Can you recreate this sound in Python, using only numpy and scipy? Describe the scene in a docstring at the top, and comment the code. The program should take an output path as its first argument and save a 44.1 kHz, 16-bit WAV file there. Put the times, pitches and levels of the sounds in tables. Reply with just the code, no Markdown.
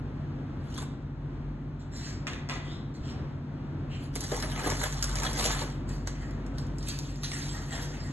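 """Small, hard-walled kitchen: a glass lid leaves a foil-covered pot with ringing knocks and slides.
The foil is loosened, peeled back and put away: swarms of tiny filtered clicks follow each tug,
with sharp snaps (tick plus noise burst) and hollow pops (filtered bursts).
Behind: a bump on the table, motor and fan sines, filtered-noise air; two spaced ports pick it all up.
Table levels are relative; layer gains are added to them in scene()."""
import sys
import numpy as np
from scipy import signal
from scipy.fft import rfft, irfft, next_fast_len
from scipy.io import wavfile
from scipy.ndimage import uniform_filter1d

SR = 44100
rng = np.random.default_rng(int(sys.argv[2]) if len(sys.argv) > 2 else 0)


def waveform_to_disk(signal):
    """Save audio, clipped to [-1, 1], as 16-bit WAV at the path in sys.argv[1]."""
    frames = np.transpose(np.atleast_2d(signal))
    scaled = np.clip(frames, -1, 1) * 32767
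    samples = np.round(scaled).astype(np.int16)
    wavfile.write(sys.argv[1], SR, samples)


N = 358091

# tugs and touches, from lifting the lid to peeling right off:
# peak_s, build_s, relax_s, flex_db (sheet), crumple_db (folds), crackle_db (creases)
FOIL_TUGS = [ (0.785, 0.058, 0.033, -53, -45, -48), (0.825, 0.018, 0.01, -42, -44, -45),
             (4.04, 0.035, 0.024, -53, -63, -53), (4.159, 0.01, 0.014, -50, -40, -40),
             (4.235, 0.029, 0.13, -44, -55, -41.5), (4.321, 0.032, 0.13, -41, -42, -41.5),
             (4.435, 0.028, 0.022, -39, -43.5, -39), (4.6, 0.029, 0.018, -38, -44, -60),
             (4.67, 0.05, 0.072, -35.5, -40, -36.5), (4.842, 0.045, 0.029, -35, -45, -32.5),
             (5.095, 0.0094, 0.0143, -55, -38, -47), (5.165, 0.019, 0.037, -42.5, -35.5, -41.5),
             (5.255, 0.042, 0.043, -34, -33.5, -36.5), (5.4, 0.029, 0.037, -32.5, -40, -29.5),
             (5.462, 0.033, 0.028, -35.5, -30.5, -28.5), (5.52, 0.053, 0.051, -37, -33, -37.5),
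             (5.615, 0.07, 0.024, -39, -38, -39), (5.68, 0.019, 0.053, -48.5, -46, -55.5)]
# steady pull while peeling: start_s, end_s, flex_db, crumple_db, crackle_db
STEADY_PULL = (4.5, 5.5, -48, -45.5, -47.5)
PULL_EASE_S = 0.033
# colour of the broad sheet: freq_hz, level_db
FLEX_COLOUR = [(120, -31), (280, -6), (450, -1.5), (800, 0.7), (1450, 0.9), (2000, 2), (3000, -3),
               (4500, -18.5), (9000, -27.5)]
# colour of the folds: freq_hz, level_db
CRUMPLE_COLOUR = [(400, -22), (900, -8), (1400, -5), (1900, 0), (2450, 1), (3200, 2.5), (4200, -2),
                  (6000, -13), (11000, -24)]
# colour of the creases: freq_hz, level_db
CRACKLE_COLOUR = [(500, -29), (1500, -10.5), (2400, 1), (3100, 1), (4200, 1.5), (5200, 1), (6800, -1.5),
                  (8600, -6.5), (10000, -5.5), (11500, -10), (13000, -19)]


def crinkle(flex_db, crumple_db, crackle_db):
    """One swarm: dull through the sheet, full in the folds, bright at creases; tugs add in power."""
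    start_s, end_s, *pull_db = STEADY_PULL
    pull = strain(start_s, end_s, PULL_EASE_S, PULL_EASE_S)
    power = (amp(pull_db)[:, None] * pull) ** 2
    for peak_s, build_s, relax_s, *levels_db in FOIL_TUGS:
        tug = strain(peak_s, peak_s, build_s, relax_s)
        power = power + amp(levels_db)[:, None] ** 2 * tug ** 2
    clicks = swarm(per_s=1600, spread_db=3, ring_s=0.00052, clump_db=0.8, shift_db=1.0)
    flex, crumple, crackle = reshape(clicks, patch_db=3.0) * np.sqrt(power)
    out = colour(flex, FLEX_COLOUR) * amp(flex_db)
    out += colour(crumple, CRUMPLE_COLOUR) * amp(crumple_db)
    out += colour(crackle, CRACKLE_COLOUR) * amp(crackle_db)
    return out


def strain(start_s, end_s, build_s, relax_s):
    """Strain on the sheet, 0-1: exponential build-up, hold from start to end, exponential release."""
    t = np.arange(N) / SR
    before = np.maximum(start_s - t, 0) / build_s
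    after = np.maximum(t - end_s, 0) / relax_s
    return np.exp(-np.minimum(before + after, 20))


def swarm(per_s, spread_db, ring_s, clump_db, shift_db, count=8):
    """Random clicks of uneven size; each rings one of count facets, whose levels wander separately."""
    sizes = amp(spread_db * np.minimum(rng.exponential(1, N), 4))
    sizes *= rng.random(N) < per_s / SR
    sizes *= rng.choice([-1, 1], N)
    facet = rng.integers(0, count, N)
    clicks = np.zeros(N)
    for k in range(count):
        ring = unit(burst(ring_s, size=256))
        rung = signal.oaconvolve(sizes * (facet == k), ring)[:N]
        clicks += rung * amp(shift_db * wander(rate_hz=12))
    # level the 25 ms mean power, then clump
    mean_power = abs(uniform_filter1d(clicks ** 2, size=1100)) + 1e-9
    return unit(clicks / np.sqrt(mean_power) * amp(clump_db * wander(rate_hz=46)))


def reshape(x, patch_db):
    """As the sheet bends, its broad resonances come and go: smooth random gain over time and pitch."""
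    z = signal.stft(x, nperseg=256)[2]
    patches = uniform_filter1d(rng.standard_normal(z.shape), size=6, axis=0)
    patches = uniform_filter1d(patches, size=9, axis=1)
    return unit(signal.istft(z * amp(patch_db * unit(patches)), nperseg=256)[1][:N])


# single creases: under the lid, loosening, raising, peeling, in the air, laid aside:
# start_s, level_db, dull_rel_db, tick_hz
CREASE_SNAPS = [ (0.745, -49, -9, 6500), (0.7779, -35.5, -13, 6840), (4.155, -32, -10, 9550),
                (4.1602, -32.5, -4, 6900), (4.2069, -30.5, -18, 7300), (4.2396, -36, -9, 7000),
                (4.3659, -33, -4, 7700), (4.401, -37, -12, 6000), (4.425, -35, -1, 4470),
                (4.5613, -44, 8, 3000), (4.595, -40, 11, 5470), (4.6356, -44, -2, 5900),
                (4.701, -29, -3, 6950), (4.8152, -33.5, 5.5, 4400), (4.839, -29.5, 8.5, 3040),
                (4.926, -35.5, -13, 6500), (4.942, -39, -17, 6000), (5.026, -22.5, -13, 6500),
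                (5.0419, -28.5, -1, 7100), (5.093, -37.5, 2, 6500), (5.128, -45, -5, 6500),
                (5.156, -33, -8, 7000), (5.1859, -34, -6, 4000), (5.2, -35, -6, 5540),
                (5.2338, -30, 4, 6500), (5.3316, -37, -8, 7000), (5.377, -38, -7, 3300),
                (5.3966, -31, -1, 3400), (5.4423, -26.5, -3.5, 7260), (5.461, -28, -7, 3300),
                (5.514, -31, -6, 3500), (5.6064, -44, 10, 3000), (5.701, -50.5, -6, 4000),
                (5.892, -43.5, -3.5, 6960), (6.0738, -32.5, -1, 5000), (6.3084, -52, -3, 6560),
                (6.4648, -53, 5, 6960), (6.5837, -40.5, -6, 5060), (6.668, -54, -10, 6500),
                (6.7844, -42.5, -14, 7100), (6.828, -44, -14, 5500), (6.883, -38, -26, 5500),
                (6.8866, -29.5, -26, 5770), (6.9888, -32.5, -20, 4630), (7.158, -49, -10, 5000),
                (7.234, -32.5, -13, 4800), (7.317, -37, 1, 4000), (7.334, -38, -2, 2800),
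                (7.484, -44, -3, 5500), (7.721, -42, 0, 2800), (7.832, -48, -10, 6000)]
# colour of a snapping crease: freq_hz, level_db
SNAP_COLOUR = [(500, -21), (1500, 0), (2800, -11.5), (3800, -1), (5500, 8), (7000, -4), (8600, 2),
               (11500, -3), (13000, -25)]


def snaps(bright_db, dull_db, tick_db, decay_s, tick_s):
    """A crease gives way at once: a sharp tick at its own pitch with a shiver of the sheet."""
    bright, dull, ticks = np.zeros(N), np.zeros(N), np.zeros(N)
    t = np.arange(256) / SR
    for start_s, level_db, dull_rel_db, tick_hz in CREASE_SNAPS:
        tick = np.sin(2 * np.pi * tick_hz * t) * np.exp(-t / tick_s)
        add(ticks, start_s, amp(level_db) * tick)
        add(bright, start_s, amp(level_db) * burst(decay_s))
        add(dull, start_s, amp(level_db + dull_rel_db) * burst(decay_s))
    out = ticks * amp(tick_db)
    out += colour(bright, SNAP_COLOUR) * amp(bright_db)
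    out += colour(dull, FLEX_COLOUR) * amp(dull_db)
    return out


# taut foil over the hollow pot: start_s, level_db, decay_s
FOIL_POPS = [(4.159, -31.5, 0.0047), (4.317, -28.5, 0.0076), (4.334, -35.5, .008), (4.436, -37.5, 0.012),
             (4.62, -38.5, 0.024), (4.661, -31, 0.016), (4.719, -27.5, 0.0035), (4.839, -44, 0.0036),
             (5.205, -46, 0.0023), (5.618, -31.5, 0.014)]
# colour of the hollow: freq_hz, level_db
HOLLOW_COLOUR = [(150, -12.5), (300, -0.5), (400, 1), (510, 1.5), (650, -1.5), (850, -5.5), (1300, -13),
                 (2000, -15), (5000, -28.5)]


def pops(level_db):
    """The stretched sheet flips and drums on the air beneath it: bursts through the hollow's colour."""
    flips = np.zeros(N)
    for start_s, pop_db, decay_s in FOIL_POPS:
        add(flips, start_s, amp(pop_db) * burst(decay_s))
    return colour(flips, HOLLOW_COLOUR) * amp(level_db)


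# freed sheet: carried through the air, laid down, pushed aside:
# peak_s, build_s, relax_s, level_db, crackle_rel_db
LOOSE_RUSTLES = [ (5.895, 0.014, 0.066, -54.5, 0), (6.076, 0.007, 0.012, -44.5, -3),
                 (6.22, 0.089, 0.13, -53, -18), (6.59, 0.028, 0.055, -62, 4.5),
                 (6.79, 0.012, 0.063, -69, 1), (6.893, 0.043, 0.05, -47, 4.5), (7.015, .012, 0.095, -58, 5),
                 (7.075, .05, 0.17, -58, -10), (7.238, 0.01, 0.035, -41, 2),
                 (7.345, 0.028, 0.096, -42.5, -1.5), (7.44, 0.04, 0.08, -47.5, 2.5),
                 (7.54, 0.052, 0.091, -46.5, -5), (7.632, .012, 0.028, -47, -16),
                 (7.733, 0.028, 0.053, -38, -5.5), (7.82, 0.019, 0.034, -45.5, 1.5),
                 (7.93, 0.053, 0.089, -47, -10), (8.03, 0.013, 0.079, -49.5, -6.5)]
# colour of the freed sheet: freq_hz, level_db
LOOSE_COLOUR = [(200, -19.5), (500, 2.5), (800, 1.5), (1100, -0.5), (1650, 0.5), (1900, 3.5), (2200, -1),
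                (2900, -5), (3600, -6), (4500, -8), (7000, -9.5), (11000, -28.5)]


def loose_sheet(body_db, crackle_db):
    """The freed sheet has no tension and little bass: a dense, even rustle of clicks."""
    body, crackle = np.zeros(N), np.zeros(N)
    for peak_s, build_s, relax_s, level_db, crackle_rel_db in LOOSE_RUSTLES:
        power = (amp(level_db) * strain(peak_s, peak_s, build_s, relax_s)) ** 2
        body += power
        crackle += power * amp(crackle_rel_db) ** 2
    clicks = swarm(per_s=1800, spread_db=2.0, ring_s=0.0005, clump_db=1.0, shift_db=2)
    clicks = reshape(clicks, patch_db=4.5)
    out = colour(clicks * np.sqrt(body), LOOSE_COLOUR) * amp(body_db)
    out += colour(clicks * np.sqrt(crackle), CRACKLE_COLOUR) * amp(crackle_db)
    return out


# lid clinks when lifted, knocks when set down: start_s, level_db, ring_rel_db, favoured_hz
LID_KNOCKS = [(0.778, -43, 13, 3920), (2.269, -25.5, -3.5, 2500), (2.2745, -32.5, 5, 2550),
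              (2.299, -41, 0, 2850), (2.333, -35, 3, 2508), (2.489, -32.5, 4.5, 2000),
              (2.4965, -25, -2, 2200), (2.512, -37, 9, 2440), (2.538, -39, 2, 6800),
              (2.556, -38.5, 11.5, 1950)]
# colour of the clack: freq_hz, level_db
KNOCK_COLOUR = [(150, -21), (400, 0), (900, 1), (1500, 3), (2500, 0), (4000, -4.5), (7000, -8), (9000, -17),
                (12000, -30)]


def lid_knocks(crack_db, ring_db, rattle_db, decay_s, rattle_s):
    """The rim strikes with a short clack, rings, and chatters unevenly as it settles."""
    cracks, rings, settling = np.zeros(N), np.zeros(N), np.zeros(N)
    fade = np.exp(-np.arange(SR // 2) / SR / rattle_s)
    for start_s, level_db, ring_rel_db, favoured_hz in LID_KNOCKS:
        ring = lid_ring(favoured_hz, focus_db=18, reach_octaves=0.29, scatter_db=4.5)
        add(cracks, start_s, amp(level_db) * burst(decay_s))
        add(rings, start_s, amp(level_db + ring_rel_db) * ring)
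        add(settling, start_s, amp(level_db) * fade)
    chatter = swarm(per_s=350, spread_db=3, ring_s=0.00078, clump_db=-1.0, shift_db=-3.5)
    clack = cracks * amp(crack_db) + settling * chatter * amp(rattle_db)
    return colour(clack, KNOCK_COLOUR) + rings * amp(ring_db)


# modes of the glass: freq_hz, level_db, t60_s
GLASS_MODES = [(1033, 9, 0.1), (1880, -7, .08), (2000, 6, 0.09), (2310, -9, .06), (2460, 2, 0.06),
               (2600, -1, .05), (2870, -3, 0.074), (3440, 3, 0.074), (3720, 1, .08), (4000, -11, 0.087),
               (4540, -3, .07), (6000, -5, .1), (6500, -4, .1), (6800, -6, .1)]


def lid_ring(favoured_hz, focus_db, reach_octaves, scatter_db):
    """The held glass rings briefly; the place of contact decides which modes speak most."""
    t = np.arange(SR // 4) / SR
    ring = np.zeros(len(t))
    for freq_hz, level_db, t60_s in GLASS_MODES:
        nearness = np.exp(-(np.log2(freq_hz / favoured_hz) / reach_octaves) ** 2)
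        weight_db = level_db + focus_db * nearness + scatter_db * rng.standard_normal()
        swing = np.sin(2 * np.pi * (freq_hz * t + rng.random()))
        ring += amp(weight_db - 60 * t / t60_s) * swing
    return ring / np.linalg.norm(ring)


# lid slides, last a hand brushing past:
# start_s, peak_s, end_s, level_db, rasp_hz, pole_width_hz, climb_per_s (share of rasp_hz), hiss_rel_db
SLIDE_STROKES = [(1.79, 1.803, 1.833, -65, 4000, 1100, 0.5, 4),
                 (1.908, 2.002, 2.18, -56.5, 4170, 900, 1.1, 9),
                 (2.617, 2.71, 2.79, -53, 3560, 750, 1.4, -6.5),
                 (2.933, 2.956, 2.98, -62, 4120, 1100, 0.5, 2),
                 (2.99, 3.098, 3.145, -58, 3100, 2600, -0.36, -4),
                 (3.887, 3.944, 3.99, -50.5, 2830, 1100, 1.1, -12)]
# colour of the hiss: freq_hz, level_db
HISS_COLOUR = [(400, -23), (1000, -4.5), (2000, 2.5), (2800, -1), (4400, -2.5), (5200, 7.5), (6300, -3),
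               (7400, 2.5), (8600, -8), (11500, -16.5)]
# rasp resonances: ratio_to_rasp_hz, level_db
RASP_PARTS = [(1, 0), (1.38, -10), (1.85, -25)]


def slides(level_db, jerk_db, waver):
    """Friction grains under jerky strokes: a hiss, and rasping resonances that glide and waver."""
    grains = swarm(per_s=3000, spread_db=2.5, ring_s=0.00025, clump_db=0.8, shift_db=1.5, count=16)
    hiss = colour(reshape(grains, patch_db=3.5), HISS_COLOUR)
    t, out = np.arange(N) / SR, np.zeros(N)
    speed = wander(rate_hz=28)
    for start_s, peak_s, end_s, stroke_db, rasp_hz, width_hz, climb_per_s, hiss_rel_db in SLIDE_STROKES:
        on = (t > start_s) & (t < end_s)
        glide = 1 + climb_per_s * (t[on] - peak_s) + waver * speed[on]
        phase = 2 * np.pi * np.cumsum(rasp_hz * glide) / SR
        pole = np.exp(-np.pi * width_hz / SR)
        rasp = 0
        for ratio, part_db in RASP_PARTS:
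            # moving resonance: shift down to 0 Hz, low-pass twice, shift back
            turn = np.exp(1j * ratio * phase)
            low = signal.lfilter([1], np.poly([pole, pole]), grains[on] / turn)
            rasp = rasp + amp(part_db) * unit((turn * low).real)
        stroke = np.sin(np.pi / 2 * np.interp(t[on], [start_s, peak_s, end_s], [0, 1, 0]))
        gain = amp(stroke_db + jerk_db * speed[on]) * stroke
        out[on] += gain * (rasp + amp(hiss_rel_db) * hiss[on])
    return out * amp(level_db)


# soft bump on the table: start_s, pitch_hz, level_db, decay_s
TABLE_BUMP = (3.012, 71, -27.5, 0.012)


def bump():
    """The table top gives one low, damped swing."""
    start_s, pitch_hz, level_db, decay_s = TABLE_BUMP
    t = np.maximum(np.arange(N) / SR - start_s, 0)
    return amp(level_db) * np.sin(2 * np.pi * pitch_hz * t) * np.exp(-t / decay_s)


MOTOR_HZ = 47.54  # steady turning
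# course of the motor's level: time_s, level_db
MOTOR_COURSE = [(0, -45.5), (.75, -52), (1.3, -44.5), (2.1, -46.5), (2.8, -46.5), (3.4, -58.5), (4.25, -42),
                (5.25, -35.5), (8.12, -46)]
# motor tones: multiple_of_motor_hz, level_db (relative to the course's mean)
MOTOR_TONES = [(1, 0.5), (2, -6), (3, -6), (5, -8.5), (6, -10)]
# fan and mains tones: freq_hz, level_db
STEADY_TONES = [(88.5, -50.5), (100, -58.5), (110.6, -58.5), (133.1, -44.5), (147.5, -42.5), (200, -57.5),
                (247, -57), (266.5, -53.5), (357, -60)]


def hum(waver_rad, flutter_db):
    """Motor, fan and mains sines drift in phase and level; the motor's lowest orders swell most."""
    t = np.arange(N) / SR
    knots_s = np.arange(0, 9, .25)
    throb_db = np.interp(t, *np.transpose(MOTOR_COURSE))
    mean_db = throb_db.mean()
    swell_db = throb_db - mean_db
    tones = []
    for multiple, rel_db in MOTOR_TONES:
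        order = round(multiple)
        tones.append((MOTOR_HZ * order, mean_db + rel_db + swell_db / order ** 1.8))
    out = np.zeros(N)
    for freq_hz, level_db in tones + list(STEADY_TONES):
        walk = np.cumsum(rng.standard_normal(len(knots_s)))
        drift_rad = waver_rad * np.interp(t, knots_s, walk)
        gain = np.sqrt(2) * amp(level_db + flutter_db * wander(rate_hz=4))
        out += gain * np.sin(2 * np.pi * (freq_hz * t + rng.random()) + drift_rad)
    return out


# colour of room air: freq_hz, level_db
AIR_COLOUR = [(20, -15.5), (45, 3), (90, 4.5), (170, -0.5), (280, 0.5), (420, -10), (800, -15.5),
              (1500, -19.5), (2400, -28.5), (4000, -35), (6500, -44.5), (8500, -55), (12000, -58)]
AIR_DB = -40.5


def air(swell_db):
    """Moving air: two independent noises, a soft rumble that swells slightly."""
    rush = np.array([colour(rng.standard_normal(N), AIR_COLOUR) for _ in range(2)])
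    return amp(AIR_DB + swell_db * wander(rate_hz=2.2)) * rush


def kitchen(x, early_db, tail_db, early_s, count=1):
    """The room's answer; successive 34 ms slices take turns at count echo patterns."""
    place = np.arange(N) // 1500 % count
    out = np.zeros((2, N))
    for k in range(count):
        part = (x * (place == k))[None]
        out += signal.oaconvolve(part, echoes(early_db, tail_db, early_s), axes=1)[:, :N]
    return out


# reverberation time: freq_hz, t60_s
ROOM_DECAY = [(200, 0.82), (1000, 0.73), (4000, 0.56), (12000, 0.22)]


def echoes(early_db, tail_db, early_s):
    """Direct sound, quick reflections off table and walls, tail dying by band; two unlike pickups."""
    size = SR * 3 // 5
    t = np.arange(size) / SR
    taps = rng.choice([-1., 1.], (2, size))
    taps *= (rng.random((2, size)) < 1 / 8) * (t > .001)
    freq_hz, when_s, z = signal.stft(taps, SR, nperseg=256)
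    fade_db = -60 * when_s / read(ROOM_DECAY, freq_hz)[:, None]
    tail = signal.istft(z * amp(fade_db), SR, nperseg=256)[1][:, :size]
    early = taps[::-1] * np.exp(-t / early_s)  # pickups swapped
    response = amp(tail_db) * tail / np.linalg.norm(tail[0])
    response += amp(early_db) * early / np.linalg.norm(early[0])
    response[0, 0] += 1
    response[1, :64] += unit(rng.standard_normal(64)) / np.sqrt(64)  # smeared direct sound
    return response / np.linalg.norm(response[0])


def amp(db):
    """Decibels to gain."""
    return 10 ** (np.asarray(db) / 20)


def unit(x):
    """Scales to rms 1."""
    return x / np.sqrt(np.mean(x ** 2) + 1e-20)


def read(points, freq_hz, axis=1):
    """Interpolates one table column over log frequency."""
    table = np.transpose(points)
    return np.interp(np.log(freq_hz + 1), np.log(table[0] + 1), table[axis])


def add(mix, start_s, sound):
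    """Mixes a sound in at a time."""
    part = mix[max(round(start_s * SR), 0):][:len(sound)]
    part += sound[:len(part)]


def wander(rate_hz):
    """Slow random path of rms 1, through two random points per cycle of rate_hz."""
    knots = np.arange(0, N + SR, SR / (2 * rate_hz))
    return unit(np.interp(np.arange(N), knots, rng.standard_normal(len(knots))))


def colour(x, spectrum, size=4096):
    """Causal minimum-phase filter that keeps the power of white noise."""
    log_gain = np.log(amp(read(spectrum, abs(np.fft.fftfreq(size, 1 / SR)))))
    taps = np.fft.ifft(np.exp(np.conj(signal.hilbert(log_gain)))).real
    return signal.oaconvolve(x, taps / np.linalg.norm(taps))[:N]


def burst(decay_s, size=2048):
    """A crack: noise with exponential decay."""
    return rng.standard_normal(size) * np.exp(-np.arange(size) / SR / decay_s)


def scene():
    """Foil near the ports, lid and freed sheet further off, hum and air behind."""
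    foil = crinkle(flex_db=2.0, crumple_db=-7.0, crackle_db=1.0) + pops(level_db=4.0)
    creases = snaps(bright_db=7.5, dull_db=5.5, tick_db=14.5, decay_s=0.00093, tick_s=0.0002)
    loose = loose_sheet(body_db=0.54, crackle_db=1.7)
    lid = lid_knocks(crack_db=3.5, ring_db=14.5, rattle_db=-15.5, decay_s=0.0014, rattle_s=0.028)
    strokes = slides(level_db=2.0, jerk_db=0.5, waver=0.01)
    out = kitchen(foil, early_db=-1.0, tail_db=-7.0, early_s=0.0085, count=3)
    out += kitchen(creases, early_db=-3, tail_db=-4.5, early_s=0.0055, count=3)
    out += kitchen(loose, early_db=-3.0, tail_db=0.5, early_s=0.0086, count=2)
    out += kitchen(lid, early_db=-8, tail_db=-1.5, early_s=0.0064, count=2)
    out += kitchen(strokes, early_db=-10, tail_db=0.0, early_s=0.01)
    out += air(swell_db=1.56)
    out[0] += hum(waver_rad=0.23, flutter_db=1.5) + bump()
    return out


# the two ports: freq_hz, likeness (0-1), left_lead_rad, left_minus_right_db
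PORT_PAIR = [(25, .995, 0, 0), (60, .975, 0, .2), (140, .92, 0, .1), (280, .95, .05, 0), (380, .9, .2, .5),
             (550, .66, .7, 4), (1000, .62, .5, 3), (2200, .3, -1.7, .7), (2700, .2, -1.5, .3),
             (3300, .45, -.5, .5), (4200, .4, -1.9, .7), (4800, .95, -3.1, 0), (5500, .88, -3.3, 0),
             (6200, .55, -4.9, 0), (6900, .87, -6.2, 0), (8000, .83, -6.5, 0), (8700, .99, -9.35, 0),
             (10100, .99, -9.5, 0), (10700, .8, -12.5, -1)]
CUTOFF_HZ = 11950


def record(dry):
    """Spaced ports share the bass and part in phase higher up; then a low-pass band limit."""
    size = next_fast_len(N + 4096)
    freq_hz = np.fft.rfftfreq(size, 1 / SR)
    common, other = rfft(dry, size)
    same = np.clip(read(PORT_PAIR, freq_hz, axis=1), 0, 1)
    # half of each difference goes to either port
    lead = np.exp(.5j * read(PORT_PAIR, freq_hz, axis=2))
    lean = amp(read(PORT_PAIR, freq_hz, axis=3) / 2)
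    left = common * lead * lean
    right = (same * common + np.sqrt(1 - same ** 2) * other) / lead / lean
    pair = irfft(np.array([left, right]), size)[:, :N]
    low_pass = signal.firwin(255, CUTOFF_HZ, window=("kaiser", 9), fs=SR)
    return signal.oaconvolve(pair, low_pass[None], "same")


dry = scene()
out = record(dry)
waveform_to_disk(out)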